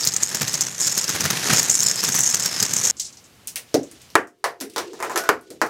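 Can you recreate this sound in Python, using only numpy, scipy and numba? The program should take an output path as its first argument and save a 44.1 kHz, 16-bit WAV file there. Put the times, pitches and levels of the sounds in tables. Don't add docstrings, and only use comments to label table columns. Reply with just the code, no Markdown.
import sys
import numpy as np
from scipy import signal
from scipy.fft import rfft, irfft
from scipy.io import wavfile
from scipy.ndimage import uniform_filter1d
from numba import njit

SR = 44100
rng = np.random.default_rng(int(sys.argv[2]) if len(sys.argv) > 2 else 0)


def volts_from_db(level):
    exponent = np.asarray(level, float) / 20
    return 10 ** exponent


def wav_out(sig):
    wavfile.write(sys.argv[1], SR, np.round(np.clip(np.atleast_2d(sig).T, -1, 1) * 32767).astype(np.int16))


N = 250929
TIME_S = np.arange(N) / SR
CUT_S = 2.91


def noise():
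    return rng.standard_normal(N)


def level(x, db):
    return x * volts_from_db(db) / np.sqrt(np.mean(x ** 2))


@njit
def svf(x, hz, width_hz):
    y, b, l = np.empty(len(x)), 0., 0.
    for i in range(len(x)):
        g, k = np.tan(np.pi * hz[i] / SR), width_hz / hz[i]
        v = (b + g * (x[i] - l)) / (1 + g * (g + k))
        b, l, y[i] = 2 * v - b, l + 2 * g * v, k * v
    return y


def resonance(x, hz, width_hz):
    return svf(x, np.full(N, float(hz)), width_hz)


def band(x, lo_hz, hi_hz):
    edges_hz = [lo_hz, min(hi_hz, .45 * SR)]
    return signal.sosfilt(signal.butter(2, edges_hz, "bandpass", fs=SR, output="sos"), x)


def steep(x, lo_hz, hi_hz):
    return band(band(x, lo_hz, hi_hz), lo_hz, hi_hz)


def colour(x, spectrum):
    hz, db = np.transpose(spectrum)
    bins_hz = np.fft.rfftfreq(len(x), 1 / SR)
    gain = volts_from_db(np.interp(np.log(bins_hz + 1), np.log(hz), db))
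    return irfft(rfft(x) * gain, len(x))


def walk(rate_hz):
    k = int(SR / rate_hz)
    return uniform_filter1d(np.repeat(rng.standard_normal(N // k + 1), k), k)[:N]


def bursts(start_s, db, decay_ms, rise_ms):
    out, t_ms = np.zeros(N + 2048), np.arange(2048) / SR * 1000
    shape = (1 - np.exp(-t_ms / max(rise_ms, .02))) * np.exp(-t_ms / max(decay_ms, .05))
    for at_s, size in zip(start_s, volts_from_db(db)):
        first = int(at_s * SR)
        out[first:first + 2048] += size * shape
    return out[:N]


def held(start_s, value):
    return value[np.clip(np.searchsorted(start_s, TIME_S, side="right") - 1, 0, None)]


# start_s, shaking_db, rattle_ring_hz, rolling_load_db
RIDE_CURVES = [(0.0, -21.5, 5640, -38.5), (0.16, -36, 6480, -43.5), (0.22, -28, 6490, -36),
               (0.23, -14, 6500, -47), (0.29, -31.5, 6160, -39.5), (0.6, -24.5, 6180, -37.5),
               (0.76, -32.5, 6660, -44), (0.8, -16, 6220, -38), (1.11, -25, 6040, -36.5),
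               (1.43, -58, 5880, -30), (1.56, -15, 5980, -28.5), (1.68, -21, 6620, -33),
               (1.71, -11.5, 6640, -37), (2.0, -22, 5750, -36), (2.2, -11.5, 6700, -36),
               (2.56, -27.5, 5680, -35.5), (2.75, -18.5, 6580, -36.5), (2.88, -15, 6130, -35)]


def ride(at_s):
    start_s, *columns = np.transpose(RIDE_CURVES)
    return [np.interp(at_s, start_s, column) for column in columns]


# start_s, peak_db, ring_hz
PART_KNOCKS = [(0.0164, -23, 5400), (0.0337, -8, 5260), (0.0814, -15, 5420), (0.1206, -11, 5700),
               (0.1378, -5, 6420), (0.29, -12, 7710), (0.5318, -7, 7500), (0.6489, -19, 6120),
               (0.6644, -22, 6700), (0.8016, -8, 6450), (0.835, -18, 6390), (0.896, -8.5, 5800),
               (1.0407, -8, 5500), (1.3857, -16, 4930), (1.4651, -8, 6510), (1.8046, -2.5, 6080),
               (1.863, -7.5, 6700), (1.8866, -5.5, 5700), (1.916, -33, 5640), (1.958, -8, 7400),
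               (2.2059, -1, 7140), (2.222, -12, 6350), (2.2732, -25, 7000), (2.3005, -3, 6550),
               (2.3969, -3, 6600), (2.43, -8, 7460), (2.6015, -3.5, 6340), (2.7347, -1.5, 7100),
               (2.762, -7.5, 6740), (2.837, -4, 6400)]
# start_s, knock_peak_db, clunk_db, sparkle_db
TILE_JOLTS = [(0.0498, -12, -36, -19.5), (0.0726, 3.5, -30.5, -21), (0.1639, -1, -31, -32),
              (0.2296, -1, -27, -32), (0.347, -5, -27.5, -22), (0.417, -7.5, -19.5, -22),
              (0.4796, -4.5, -28.5, -28), (0.5403, -2.5, -30, -30.5), (0.6086, 2, -33.5, -25),
              (0.8694, -2, -31, -27), (0.978, 1, -27, -21.5), (1.0912, -7.5, -24.5, -25),
              (1.1508, -22, -24, -29), (1.2065, -5.5, -21.5, -24.5), (1.241, -9, -25.5, -26),
              (1.2537, -14, -18.5, -25), (1.3069, -7, -22.5, -21), (1.5035, -16, -14.5, -43),
              (1.5338, -2.5, -17.5, -20), (1.59, -3, -30, -21), (1.6292, -5, -48, -22),
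              (1.6965, -2, -28, -26.5), (1.8314, -1.5, -33, -22), (2.0376, -5.5, -21, -20.5),
              (2.0877, -10, -22, -22.5), (2.149, -7.5, -21.5, -19.5), (2.1862, -13, -21.5, -20.5),
              (2.344, -2.5, -27, -25.5), (2.4582, -5, -30, -23), (2.6259, -0.5, -23.5, -19.5)]


def blows():
    rows = [(s, db, ride(s)[1], clunk_db, sparkle_db) for s, db, clunk_db, sparkle_db in TILE_JOLTS]
    rows += [(s, db, hz, db - 34, db - 26.5) for s, db, hz in PART_KNOCKS]
    return np.transpose(sorted(rows))


def scraping():
    chance = rng.random((N, 2))
    size_db = np.minimum(-4.0 * np.log(chance[:, 1] + 1e-9), 9.0)
    ticks = (chance[:, 0] < 350 / SR) * volts_from_db(size_db)
    scrape = signal.lfilter([1], [1, -np.exp(-1000 / (SR * 1.3))], ticks)
    scrape = scrape / np.mean(scrape)
    return scrape, (scrape + 0.69) * noise()


def rattle(grit, ring_hz):
    axle_db = np.minimum((5700 - ring_hz) / 70, 0)
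    shell_hz = np.maximum(ring_hz, 6100) * (1 + 0.084 * walk(25.14))
    shell = level(steep(svf(grit, shell_hz, 940.0), 5030, 9800), -7.0)
    axle_hz = 5400 * (1 + 0.031 * walk(39))
    axle = level(svf(grit, axle_hz, 350.0) * volts_from_db(0.48 * walk(24.75)), -2.76) * volts_from_db(axle_db)
    return shell + axle + level(band(grit, 9500, 13000), -25.0)


# freq_hz, level_db_per_hz
WHEEL_SPECTRUM = [(150, -62), (250, -5.5), (452, -5.5), (566, -8.5), (1080, -8), (1700, -6.5), (3170, -9),
                  (6470, -5.5), (7980, -12), (10000, -14.5), (12100, -17), (14900, -24), (16000, -40)]


def wheels(scrape, roll_db, heave):
    hiss = colour((scrape + 2.4) * noise(), WHEEL_SPECTRUM)
    hiss = hiss + volts_from_db(-8.0) * resonance(hiss, 1800, 370.0)
    hiss = hiss / np.std(band(hiss, 400, 3900))
    drum = level(band(band(noise(), 106.6, 232), 64, 220) * volts_from_db(2.14 * walk(30.43)), -1.0)
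    heave = volts_from_db(-1.5) * heave
    return (volts_from_db(roll_db + 1.5) + heave) * hiss + (volts_from_db(roll_db - 5.5) + heave) * drum


def knocks(grit, start_s, peak_db, ring_hz):
    hit = bursts(start_s, peak_db + 7, 1.22, 0.25) * noise()
    chatter = bursts(start_s, peak_db - 11.5, 7.7, 0.95) * grit
    part_hz = held(start_s, ring_hz)
    return svf(svf(hit + chatter, part_hz, 1970.0), part_hz, 4100.0)


def clunks(start_s, clunk_db, sparkle_db):
    jolt = bursts(start_s, clunk_db + 11.5, 3.76, 0.516) * noise()
    clunk = volts_from_db(-2.0) * band(jolt, 150, 1600) + resonance(jolt, 1270, 250.0)
    flex = steep(bursts(start_s, clunk_db + 2.5, 1.6, 0.58), 115.6, 240)
    sparkle = band(bursts(start_s, sparkle_db + 5.5, 5.0, 0.17) * noise(), 9500, 17000)
    return clunk + flex + sparkle


def toy_car():
    shake_db, ring_hz, roll_db = ride(TIME_S)
    start_s, peak_db, knock_hz, clunk_db, sparkle_db = blows()
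    scrape, grit = scraping()
    shake = volts_from_db(shake_db + 0.7) + bursts(start_s, peak_db - 13, 10, 3.3)
    heave = bursts(start_s - .008, clunk_db, 12.9, 5.9)
    car = shake * rattle(grit, ring_hz) + wheels(scrape, roll_db, heave)
    return car + knocks(grit, start_s, peak_db, knock_hz) + clunks(start_s, clunk_db, sparkle_db)


# start_s, click_peak_db, slap_db, slap_hz, thud_db
CATCH_EVENTS = [(3.5634, -24, -41, 2160, -82), (3.7423, -12.5, -27.5, 583, -13),
                (3.8322, -32.5, -53, 622, -53.5), (3.9132, -32, -56, 2070, -52.5),
                (4.154, 1, 6.5, 1540, -10), (4.4415, -1, -0.5, 736, -25.5), (4.6103, -5, -22, 1730, -26),
                (4.7614, -7.5, -15, 750, -26.5), (4.781, -7, -15.5, 681, -53), (4.933, -30, -36, 729, -41),
                (5.1589, -12, -17, 1600, -54.5), (5.1756, -8, -21.5, 680, -41),
                (5.2906, -5, 1.5, 1204, -12), (5.5036, -20, -43.5, 593, -28), (5.6157, -4.5, -2, 1280, -19),
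                (5.6638, -18.5, -40, 904, -27), (5.238, -26, -29.5, 1500, -52)]
# start_s, click_peak_db, click_hz
FINGER_TOUCHES = [(2.9969, -23, 5730), (3.4727, -18, 9000), (3.4793, -23.5, 7000), (3.5583, -13, 8250),
                  (4.017, -39, 5570), (4.1023, -40, 5040), (4.2724, -25, 6900), (4.387, -46, 6170),
                  (4.6026, -12.5, 6370), (4.6985, -24, 8450), (4.7362, -27.5, 7900), (5.411, -32.5, 9600),
                  (5.479, -55, 6600)]
# start_s, slap_db
SHIRT_FUMBLE = [
    (4.9912, -38),
    (5.0021, -25),
    (5.0261, -18),
    (5.0474, -25.5),
    (5.0967, -24.5),
    (5.1163, -29),
]


def contacts():
    rows = [(s, click_db, 4990 - 33.5 * slap_db, slap_db, slap_hz, thud_db)
            for s, click_db, slap_db, slap_hz, thud_db in CATCH_EVENTS]
    rows += [(s, db, hz, db - 41.5, 2400, -90) for s, db, hz in FINGER_TOUCHES]
    rows += [(s, db + 1.5, 6900, db, 940, db - 19) for s, db in SHIRT_FUMBLE]
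    return np.transpose(sorted(rows))


def juggling():
    start_s, click_db, click_hz, slap_db, slap_hz, thud_db = contacts()
    snap = bursts(start_s, click_db, 0.7, 0.033) * noise()
    click = volts_from_db(8.0) * svf(snap, held(start_s, click_hz), 1100.0) + volts_from_db(2.0) * band(snap, 2800, 13000)
    skin = bursts(start_s, slap_db + 8.0, 2.0, 1.0) * noise()
    palm = bursts(start_s, slap_db + 26, 0.064, 0.059) + skin
    slap = steep(svf(palm, held(start_s, slap_hz), 720.0) + volts_from_db(3.0) * palm, 490, 2096)
    push = bursts(start_s, thud_db + 16.5, 1.0, .1) + bursts(start_s, thud_db + 26.5, 5.1, 1.6) * noise()
    thud = steep(push, 237, 600) + volts_from_db(-4.5) * resonance(push, 280, 30.0)
    joists = band(bursts(start_s, 0.85 * thud_db + 7.5, 0.49, 0.43), 94, 230)
    return click + slap + thud + joists


# start_s, peak_db, ring_hz, length_ms
TOSS_SWISHES = [
    (2.967, -27, 6370, 4.8),
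    (2.9834, -28, 6590, 2.8),
    (2.997, -8, 6600, 3.7),
    (3.0194, -28, 6300, 4.2),
    (3.0455, -20, 6540, 8),
    (3.0644, -29, 6460, 5.1),
    (3.125, -29.5, 6340, 3.8),
    (3.1697, -29, 5900, 3.3),
    (3.24, -36.5, 6700, 6.7),
]


def toss():
    envelope = sum(bursts([s], [db], length_ms, 0.98) for s, db, _, length_ms in TOSS_SWISHES)
    start_s, _, ring_hz, _ = np.transpose(TOSS_SWISHES)
    return volts_from_db(2.5) * steep(svf(envelope * noise(), held(start_s, ring_hz), 1700.0), 3300, 9400)


# freq_hz, t60_s, tail_over_direct_db
ROOM_TAIL = [(90, 0.19, 4.5), (202, 0.28, 8.5), (440, 0.2, 9.5), (990, 0.19, 4.5), (2240, 0.18, 9),
             (5000, 0.16, 5), (11000, 0.16, 3)]
# freq_hz, level_db, t60_s
BOARD_MODES = [(275, -12, 0.36), (337, 4.0, 0.14), (477.3, 3, 0.18), (540, -14.5, 0.33), (702, -2.5, 0.31),
               (1036, 1.5, 0.12), (1332, 4, 0.058), (1750, -1, 0.18), (1710, -11, 0.092)]


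def attic(x):
    out, step = x, 2 ** (1 / 6)
    tail_hz, *columns = np.transpose(ROOM_TAIL)
    for hz in 70 * step ** np.arange(0, 47, 2):
        t60_s, wet_db = (np.interp(np.log(hz), np.log(tail_hz), c) for c in columns)
        keep = volts_from_db(-120 / SR / t60_s)
        energy = signal.lfilter([1 - keep], [1, -keep], 0.94 * steep(x, hz / step, hz * step) ** 2)
        diffuse = level(band(noise(), hz / step, hz * step), 0)
        out = out + volts_from_db(wet_db) * np.sqrt(energy) * diffuse
    t_s = np.arange(SR // 2) / SR
    boards = sum(volts_from_db(db - 60 * t_s / min(t60_s, .3)) * np.sin(2 * np.pi * hz * t_s)
                 for hz, db, t60_s in BOARD_MODES)
    return out + volts_from_db(-45.5) * signal.fftconvolve(x, boards)[:N]


# freq_hz, level_db
CREAK_PARTIALS = [(382.2, -57.5), (667.5, -43), (1470, -38.5)]


def creak():
    corner_s = np.cumsum([5.175, .012, .11, .25])
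    corner_db = -30 + np.array([-20, 0, -4, -30])
    turns_s = np.cumsum(1 + .004 * walk(40)) / SR
    lines = sum(volts_from_db(db + 2.1 * walk(60)) * np.sin(2 * np.pi * hz * turns_s) for hz, db in CREAK_PARTIALS)
    return level(lines, 0) * volts_from_db(np.interp(TIME_S, corner_s, corner_db, left=-120, right=-120))


# start_s, effort_db
ARM_SWING = [
    (2.95, -71),
    (3.09, -54.5),
    (3.25, -68),
    (3.6, -64),
    (3.82, -50.5),
    (4.3, -61.5),
    (4.64, -58),
    (4.82, -40.5),
    (5.69, -52.5),
]


def rustle():
    cloth = level(band(noise(), 2200, 6800) * volts_from_db(3.5 * walk(70)), 0)
    return volts_from_db(np.interp(TIME_S, *np.transpose(ARM_SWING))) * cloth


# start_s, load_db
FLOOR_WEIGHT = [
    (2.91, -64),
    (4.11, -67.5),
    (4.26, -41.5),
    (4.5, -45),
    (4.64, -32.5),
    (4.82, -36.5),
    (5.15, -32.5),
    (5.36, -33.5),
    (5.6, -45),
]


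def groan():
    floor = level(band(band(noise(), 300, 430), 330, 530) * volts_from_db(5.8 * walk(20)), 0)
    return volts_from_db(np.interp(TIME_S, *np.transpose(FLOOR_WEIGHT))) * floor


# freq_hz, level_db_per_hz
HUSH_SPECTRUM = [(35, -26), (60, -4.5), (182, -6), (209, -9), (246, -7.5), (418, -16.5), (458, -12.5),
                 (938, -16.5), (1150, -17), (2530, -18.5), (2980, -17), (3270, -19.5), (9450, -25.5),
                 (15000, -30)]


def hush():
    return level(colour(noise(), HUSH_SPECTRUM + [(19000, -63.0)]), -52.5)


def scene():
    upstairs = attic(juggling() + toss()) + creak() + rustle() + groan() + hush()
    return np.where(np.arange(N) < CUT_S * SR, toy_car(), upstairs)[None]


@njit
def gain_control(x, top, attack, release):
    y, e = np.empty(len(x)), 0.
    for i in range(len(x)):
        y[i] = x[i] * top / max(e, top)
        e += (abs(x[i]) - e) * (attack if abs(x[i]) > e else release)
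    return y


def band_limit(x):
    return signal.sosfilt(signal.butter(12, 16800, fs=SR, output="sos"), x)


def record(dry):
    cut = int(CUT_S * SR)
    dry = signal.sosfilt(signal.butter(2, 50, "highpass", fs=SR, output="sos"), dry)
    attack_s, release_s = .0097, .35
    ducked = gain_control(dry[0, cut:], 0.15, 1 / (attack_s * SR), 1 / (release_s * SR))
    mix = np.clip(np.concatenate([dry[0, :cut], ducked])[None], -.83, .83)
    mix = signal.sosfilt(signal.ellip(8, .3, 50, 15900, fs=SR, output="sos"), mix)
    return band_limit(mix)


dry = scene()
out = record(dry)
wav_out(out)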